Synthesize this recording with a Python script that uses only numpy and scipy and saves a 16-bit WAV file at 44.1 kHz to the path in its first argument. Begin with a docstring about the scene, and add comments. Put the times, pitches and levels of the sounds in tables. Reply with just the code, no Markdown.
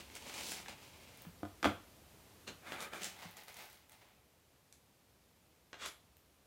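"""A small, quiet room, with the microphone close to a cardboard box on a table.
First a hand slides over the table a little farther back, fingertips ticking on the top.
About a second and a half in, decorated biscuits are set down: the lid drums and the dry crust crunches.
Then the hand sweeps up spilt sugar sprinkles, rubbing and hissing, and the beads tick and scatter.
Near the end something is tapped and dragged briefly across the table top."""
import sys
import numpy as np
from scipy import signal
from scipy.fft import rfft, irfft
from scipy.io import wavfile

SR = 44100
rng = np.random.default_rng(int(sys.argv[2]) if len(sys.argv) > 2 else 0)


def inscribe(sig):
    """Save sig as 16-bit PCM at rate SR to the path in sys.argv[1].

    A 1-D sig is mono; a 2-D sig holds one channel per row.
    Samples are clipped to [-1, 1] before scaling.
    """
    pcm = np.round(np.clip(np.atleast_2d(sig).T, -1, 1) * 32767)
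    wavfile.write(sys.argv[1], SR, pcm.astype(np.int16))


N = 285238
TIME = np.arange(N) / SR

# Background noise floor. Each row: frequency in Hz, relative level in dB.
NOISE_FLOOR_COLOUR = [(15, -51), (25, -19), (70, -1), (97, -5.5), (134, -7.5), (223, -10.5), (335, -12.5),
                      (427, -13), (489, -13), (1520, -21), (1740, -21.5), (2410, -21.5), (8590, -27),
                      (14800, -27), (16000, -41)]
# Reverberation of the room. Each row: frequency in Hz, seconds to fall by 60 dB.
ROOM_DECAY = [(100, 0.36), (500, 0.31), (3000, 0.33), (7000, 0.2), (15000, 0.39)]

# An arm bumping the table. Each row: start in seconds, strength in dB.
ARM_BUMPS = [(1.268, -48), (3.255, -51)]
# Low modes of the table. Each row: frequency in Hz, gain in dB, seconds to fall by 60 dB.
TABLE_MODES = [(100.6, -6, 0.3), (171, 6.5, 0.17), (192, -23, .12)]

# Strokes over the table. Each row: kind, time of full pressure in seconds, swell in seconds,
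# hold in seconds, level of the rub in dB, level of the gritty hiss in dB.
HAND_STROKES = [("slide", 0, 0.022, .005, -57, -59), ("slide", .154, .026, .016, -57, -57.5),
                ("slide", .389, .39, .019, -49.5, -51), ("slide", .495, .236, .036, -54, -46),
                ("slide", .572, .11, .013, -52.5, -56.5), ("slide", .686, .012, .006, -52, -57.5),
                ("slide", .837, .17, .018, -61, -63), ("slide", .929, .11, .3, -65, -69),
                ("touch", 2.475, .008, .02, -50.5, -56.5), ("sweep", 2.675, .065, .193, -50.5, -63),
                ("sweep", 2.726, .066, .014, -53, -57.5), ("sweep", 2.818, .044, .021, -52.5, -51),
                ("sweep", 2.933, .028, .027, -47.5, -57.5), ("sweep", 2.974, .048, .016, -55, -60.5),
                ("flick", 3.019, .045, .028, -48.5, -50), ("brush", 3.228, .21, .02, -54, -60),
                ("brush", 3.371, .015, .006, -57, -61), ("brush", 3.481, .01, .005, -57.5, -61.5),
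                ("brush", 3.567, .03, .042, -55.5, -59.5), ("brush", 3.711, .073, .014, -65, -66),
                ("brush", 3.925, .05, .004, -65.5, -68), ("brush", 4.02, .027, .008, -66, -72.5),
                ("brush", 4.111, .065, .021, -72.5, -83), ("drag", 5.821, .035, .038, -47, -57.5),
                ("drag", 5.873, .08, .01, -52.5, -53.5)]
# Friction spectra, one for each kind of stroke. Each row: frequency in Hz, relative level in dB.
SLIDE_SPECTRUM = [(71, -6.5), (120, -10), (147, -5.5), (301, 0.5), (362, -5), (569, 1.5), (630, -5.5),
                  (856, -0.5), (1210, -7), (1900, -7.5), (2150, -1), (3050, -3.5), (7200, -10.5),
                  (14400, -21), (16000, -17)]
TOUCH_SPECTRUM = [(100, -2), (300, 2), (550, -3), (800, -9), (1000, -4), (2200, -7), (2900, -0.5),
                  (3400, -11), (4200, 0.5), (5000, -18), (6200, -9.5), (8900, -22), (10000, -22),
                  (16000, -29)]
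SWEEP_SPECTRUM = [(71, -50), (120, -7), (204, -4.5), (410, -4), (656, -0.5), (1050, -6), (1190, 1),
                  (1940, -4.5), (2380, -0.5), (2700, -12), (3520, -8), (5410, -15), (6910, -13.5),
                  (11500, -17.5), (16000, -22)]
FLICK_SPECTRUM = [(71, -61), (120, -23), (188, 5), (246, -18), (284, -5.5), (493, -4), (805, -1),
                  (911, -13), (1460, -4.5), (3170, -2.5), (3590, -3.5), (4230, -3.5), (5990, -2.5),
                  (10400, -12.5), (16000, -10.5)]
BRUSH_SPECTRUM = [(150, -7.5), (350, -6), (600, -1), (830, 4), (1100, -4), (1400, -3.5), (1830, -3.5),
                  (2050, 1.5), (2350, -2.5), (3000, -4.5), (4000, -5), (5500, -10), (10000, -16.5),
                  (16000, -19.5)]
DRAG_SPECTRUM = [(150, -14), (400, -9.5), (580, -4.5), (750, -15), (1050, -3.5), (1400, -0.5), (1750, -6.5),
                 (2150, -4), (3100, -4.5), (3500, 4), (3950, -3.5), (7300, 2), (11000, -10), (16000, -16)]

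# Fingertips, nails and other small taps. Each row: start in seconds, relative level of the body in dB,
# relative level of the snap in dB, top of the snap in Hz.
TAPS = [(.1, -51, -54, 4500), (.153, -61, -43, 11700), (.296, -41.5, -55, 8000), (.34, -52, -48, 12000),
        (.519, -38, -38, 10000), (.66, -45, -64, 4000), (.683, -40.5, -45, 7260), (2.478, -43, -47, 7900),
        (2.721, -34, -50, 6000), (2.805, -39, -43.5, 10700), (2.934, -37, -55, 9000),
        (3.033, -50, -36, 9500), (3.044, -47, -36, 9600), (3.369, -50, -51, 14000),
        (3.482, -52, -51, 14000), (3.568, -51, -52, 15000), (3.895, -58, -60, 15000),
        (4.726, -67, -53, 11100), (5.7306, -39.5, -51, 6000), (5.742, -46, -60, 5000),
        (5.86, -39.5, -42, 12000)]
# Spectrum of a tap on the table top. Each row: frequency in Hz, relative level in dB.
TAP_SPECTRUM = [(150, -8.5), (450, -2), (900, 0), (1500, -1), (2300, -1), (3400, -3), (5000, -7.5),
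                (7500, -2.5), (11000, -8), (16000, -6.5)]

# Single sprinkles landing. Each row: start in seconds, relative level in dB, centre of the ping in Hz.
SPRINKLE_LANDINGS = [(1.174, -50, 14500), (1.22, -42.5, 14500), (3.311, -50, 14100), (3.436, -50, 14000),
                     (3.543, -50, 8000), (3.7, -53, 13000), (3.73, -51, 12000), (3.896, -54, 13500),
                     (3.921, -50.5, 10000), (6.169, -55, 14000)]
# Spectrum of loose sprinkles colliding. Each row: frequency in Hz, relative level in dB.
BEAD_SPECTRUM = [(300, -16), (900, -9), (2000, 5), (5000, -2), (9000, -4), (14000, 4), (16000, 1)]

# Biscuit and fingers landing on the box. Each row: start in seconds, relative strength in dB,
# cut-off of the contact in Hz, relative level of the crust's crack in dB.
BISCUIT_CONTACTS = [(1.2505, -55, 1400, -58), (1.4312, -27.5, 500, -56), (1.4517, -46, 1400, -55),
                    (1.6287, -35, 4600, -35), (1.644, -28.5, 4600, -32), (1.6513, -31, 3000, -33),
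                    (1.6557, -20.5, 1250, -33), (1.6593, -31, 1100, -37), (1.6692, -18.5, 300, -41)]
# Spectrum of the cracking crust. Each row: frequency in Hz, relative level in dB.
CRUST_SPECTRUM = [(150, 4.5), (600, 13), (1000, 12), (1500, 14), (1900, 3), (2300, 8), (2750, -0.5),
                  (3450, 10.5), (3900, -0.5), (4300, -0.5), (5400, -4), (7000, -6.5), (11000, -14.5),
                  (16000, -20)]
# Modes of the cardboard box. Each row: frequency in Hz, gain in dB, seconds to fall by 60 dB.
BOX_MODES = [(95, -7.5, .26), (124, -15, .17), (211, -7, .13), (271, -15, .17), (305, 3, .11),
             (336, -6, .09), (440, -8, .08), (528, -2, .07), (587, -4, .08), (684, 4, .07), (735, 2, .04),
             (825, 3, .025), (1018, -2, .08), (1148, 0, .03), (1225, 6, .055), (1272, -5, .09),
             (1386, 6, .04), (1449, -2, .08), (1526, -10, .09), (1626, -11, .08), (2000, -3, .08),
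             (2305, -7, .05), (3252, -3, .08), (3464, -5, .11)]


def from_db(db):
    """Decibels to gain."""
    return 10 ** (np.asarray(db) / 20)


def rms_one(x):
    """Scale to unit power."""
    return x / np.sqrt(np.mean(x ** 2) + 1e-20)


def at_hz(points, hz):
    """Read a table on a log-frequency axis."""
    known, values = np.transpose(points)
    return np.interp(np.log(np.maximum(hz, 1)), np.log(known), values)


def cut(x, hz, kind, order=2):
    """Butterworth low-, high- or band-pass."""
    sections = signal.butter(order, np.clip(hz, 10, .45 * SR), kind, fs=SR, output="sos")
    return signal.sosfilt(sections, x + 1e-18)


def coloured(x, spectrum, size=8192):
    """Causal (minimum-phase) filter with the given spectrum and unit energy."""
    bin_hz = np.arange(size // 2 + 1) * SR / size
    cepstrum = irfft(np.log(from_db(at_hz(spectrum, bin_hz))))
    cepstrum[1:size // 2] *= 2
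    cepstrum[size // 2 + 1:] = 0
    response = irfft(np.exp(rfft(cepstrum)))
    return signal.fftconvolve(x, response / np.linalg.norm(response))[:N]


def drift(per_s):
    """Random wander through per_s new values a second."""
    knots = rng.standard_normal(N // 20)
    return np.interp(TIME * per_s, np.arange(len(knots)), knots)


def ring(force, modes):
    """Surface velocity at the struck spot: all modes start together and die away."""
    out = np.zeros(N)
    for hz, db, t60 in modes:
        radius = np.exp(-np.log(1000) / (t60 * SR))
        pole_real = radius * np.cos(2 * np.pi * hz / SR)
        out += from_db(db) * signal.lfilter([1, -pole_real], [1, -2 * pole_real, radius ** 2], force + 1e-18)
    return out


def add(track, s, sound):
    """Mix a short sound in at s seconds."""
    start = max(int(s * SR), 0)
    track[start:start + len(sound)] += sound[:N - start]


def push(hz, size=2000):
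    """Force of one contact, unit area: the softer, the longer."""
    t = TIME[1:size]
    force = t * np.exp(-2 * np.pi * hz * t)
    return force / force.sum()


def crunch(decay_s, size=4000):
    """Burst of noise that dies away, as from tiny fractures."""
    return rng.standard_normal(size) * np.exp(-TIME[:size] / decay_s)


def grains(per_s, spread_db):
    """Random micro-collisions of uneven size."""
    sizes = from_db(spread_db * np.minimum(rng.exponential(1, N), 4))
    signs = rng.choice([-1, 1], N)
    return rms_one(sizes * signs * (rng.random(N) < per_s / SR))


def noise_floor():
    """Background noise floor: low rumble and thin hiss, probably the recorder's, sinking about halfway."""
    sinks_at_s, sink_s = 2.6, 0.77
    level_db = np.interp(TIME, [sinks_at_s, sinks_at_s + sink_s], [-61.6, -69.1])
    return rms_one(coloured(rng.standard_normal(N), NOISE_FLOOR_COLOUR)) * from_db(level_db)


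def reflections(x, wet_db, build_s):
    """Diffuse sound off the near walls builds up, then each band dies at its own rate."""
    t = TIME[:SR // 2]
    edges_hz = np.geomspace(60, 18000, 9)
    tail = np.zeros(len(t))
    for low, high in zip(edges_hz, edges_hz[1:]):
        t60 = at_hz(ROOM_DECAY, np.sqrt(low * high))
        tail += cut(rng.standard_normal(len(t)), [low, high], "band") * np.exp(-np.log(1000) * t / t60)
    tail *= np.minimum(t / build_s, 1) ** 2
    return from_db(wet_db) * signal.fftconvolve(x, tail / np.linalg.norm(tail))[:N]


def arm_bumps():
    """Soft blows of an arm wake only the lowest modes of the table."""
    force = np.zeros(N)
    for s, db in ARM_BUMPS:
        add(force, s, from_db(db) * push(hz=297))
    return ring(force, TABLE_MODES)


def pressure(kind, fade_db_per_s):
    """Each stroke swells, holds and fades; gives the rub and hiss gains for all strokes of one kind."""
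    swell_db = 20   # growth over the swell time
    grit_exponent = 1.18   # above 1, so the hiss comes later than the rub and leaves sooner
    t = TIME[::40]
    rub_power, grit_power = 0, 0
    for name, full_s, swell_s, hold_s, rub_db, grit_db in HAND_STROKES:
        if name == kind:
            rising = swell_db * (t - full_s) / swell_s
            fading = fade_db_per_s * (full_s + hold_s - t)
            press_db = np.clip(np.minimum(rising, fading), -100, 0)
            rub_power += from_db(rub_db + press_db) ** 2
            grit_power += from_db(grit_db + grit_exponent * press_db) ** 2
    return [np.interp(TIME, t, np.sqrt(power)) for power in (rub_power, grit_power)]


def stroke(kind, spectrum, fade_db_per_s, per_s, spread_db, judder_db):
    """Skin and sugar catch and slip on the table: the same contacts give a dull rub and a gritty hiss."""
    rub_gain, grit_gain = pressure(kind, fade_db_per_s)
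    slips = coloured(grains(per_s, spread_db), spectrum) * from_db(judder_db * drift(per_s=90))
    rub = rms_one(cut(slips, 3200, "low", order=3)) * rub_gain
    hiss = rms_one(cut(slips, 4600, "high", order=3)) * grit_gain
    return rub + hiss


def hand():
    """The hand slides, touches down, sweeps, flicks and brushes the sprinkles, then drags something."""
    slide = stroke("slide", SLIDE_SPECTRUM, fade_db_per_s=155, per_s=9000, spread_db=3.0, judder_db=1.6)
    touch = stroke("touch", TOUCH_SPECTRUM, fade_db_per_s=310, per_s=13000, spread_db=2.5, judder_db=1.6)
    sweep = stroke("sweep", SWEEP_SPECTRUM, fade_db_per_s=480, per_s=7000, spread_db=3.5, judder_db=0.7)
    flick = stroke("flick", FLICK_SPECTRUM, fade_db_per_s=155, per_s=7000, spread_db=3.5, judder_db=1.8)
    brush = stroke("brush", BRUSH_SPECTRUM, fade_db_per_s=110, per_s=3500, spread_db=2.5, judder_db=0.7)
    drag = stroke("drag", DRAG_SPECTRUM, fade_db_per_s=380, per_s=15000, spread_db=1.1, judder_db=0.9)
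    return slide + touch + sweep + flick + brush + drag


def taps():
    """Hard little contacts: a bright snap and a short answer from the table top."""
    body, snap = np.zeros(N), np.zeros(N)
    for s, body_db, snap_db, top_hz in TAPS:
        add(body, s, from_db(body_db + 2.5) * crunch(decay_s=0.0032))
        add(snap, s, from_db(snap_db + 8) * cut(crunch(decay_s=0.0018), top_hz, "low", order=4))
    body = cut(coloured(body, TAP_SPECTRUM), 3800, "low", order=3)
    snap = cut(coloured(snap, TAP_SPECTRUM), 3400, "high")
    return body + snap


def sprinkle_landings():
    """Each sugar bead lands with a very short click and a high ping of its own."""
    out = np.zeros(N)
    for s, db, hz in SPRINKLE_LANDINGS:
        click = from_db(db + 4) * crunch(decay_s=0.00053)
        ping = cut(click, [0.65 * hz, 1.34 * hz], "band")
        add(out, s, ping + from_db(-3.5) * cut(click, 600, "high"))
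    return out


def sprinkle_scatter():
    """Loose beads roll ahead of the brushing fingers and knock together now and then."""
    _, grit_gain = pressure("brush", fade_db_per_s=70)
    hits = coloured(grains(per_s=90, spread_db=3.0), BEAD_SPECTRUM)
    return hits * grit_gain * from_db(-6.5)


def crust_crackle():
    """The dry crust crunches at each contact with the box."""
    cracks = np.zeros(N)
    for s, _, _, crack_db in BISCUIT_CONTACTS:
        add(cracks, s, from_db(crack_db) * crunch(decay_s=0.0086))
    return coloured(cracks, CRUST_SPECTRUM)


def disperse(x, spread_hz, q):
    """Bending waves run slower at low pitch; all-pass filters smear each blow in that way."""
    for hz in spread_hz:
        _, poles = signal.iirpeak(hz, q, fs=SR)
        x = signal.lfilter(poles[::-1], poles, x)
    return x


def biscuit_on_lid(gain_db):
    """The biscuit rocks down in several contacts, each drumming the cardboard lid."""
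    force = np.zeros(N)
    for s, db, contact_hz, _ in BISCUIT_CONTACTS:
        add(force, s, from_db(db + gain_db) * push(contact_hz))
    drum = disperse(ring(force, BOX_MODES), spread_hz=[1010, 2100, 4000, 8000], q=1.36)
    return cut(drum, 70, "high")   # a small lid radiates no deep bass


def scene():
    """The box stands close to the microphone; the hands work farther back."""
    thuds = biscuit_on_lid(gain_db=-9) + arm_bumps()
    crust = from_db(1.0) * crust_crackle()
    rubbing = hand()
    ticking = taps()
    beads = sprinkle_landings() + sprinkle_scatter()
    wet = reflections(cut(thuds, 320, "high", order=1), wet_db=-11, build_s=0.017)
    wet += reflections(crust, wet_db=-6, build_s=0.014)
    wet += reflections(rubbing, wet_db=-10, build_s=0.005)
    wet += reflections(ticking, wet_db=-2.5, build_s=0.0081)
    wet += reflections(beads, wet_db=-4, build_s=0.008)
    return (thuds + crust + rubbing + ticking + beads + wet + noise_floor())[None]


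def record(dry):
    """One microphone, which drops the deep bass; the top is cut steeply."""
    bass_hz, top_hz = 46, 15900
    thin = cut(dry, bass_hz, "high", order=3)
    return signal.sosfilt(signal.ellip(10, .2, 70, top_hz, fs=SR, output="sos"), thin)


dry = scene()
out = record(dry)
inscribe(out)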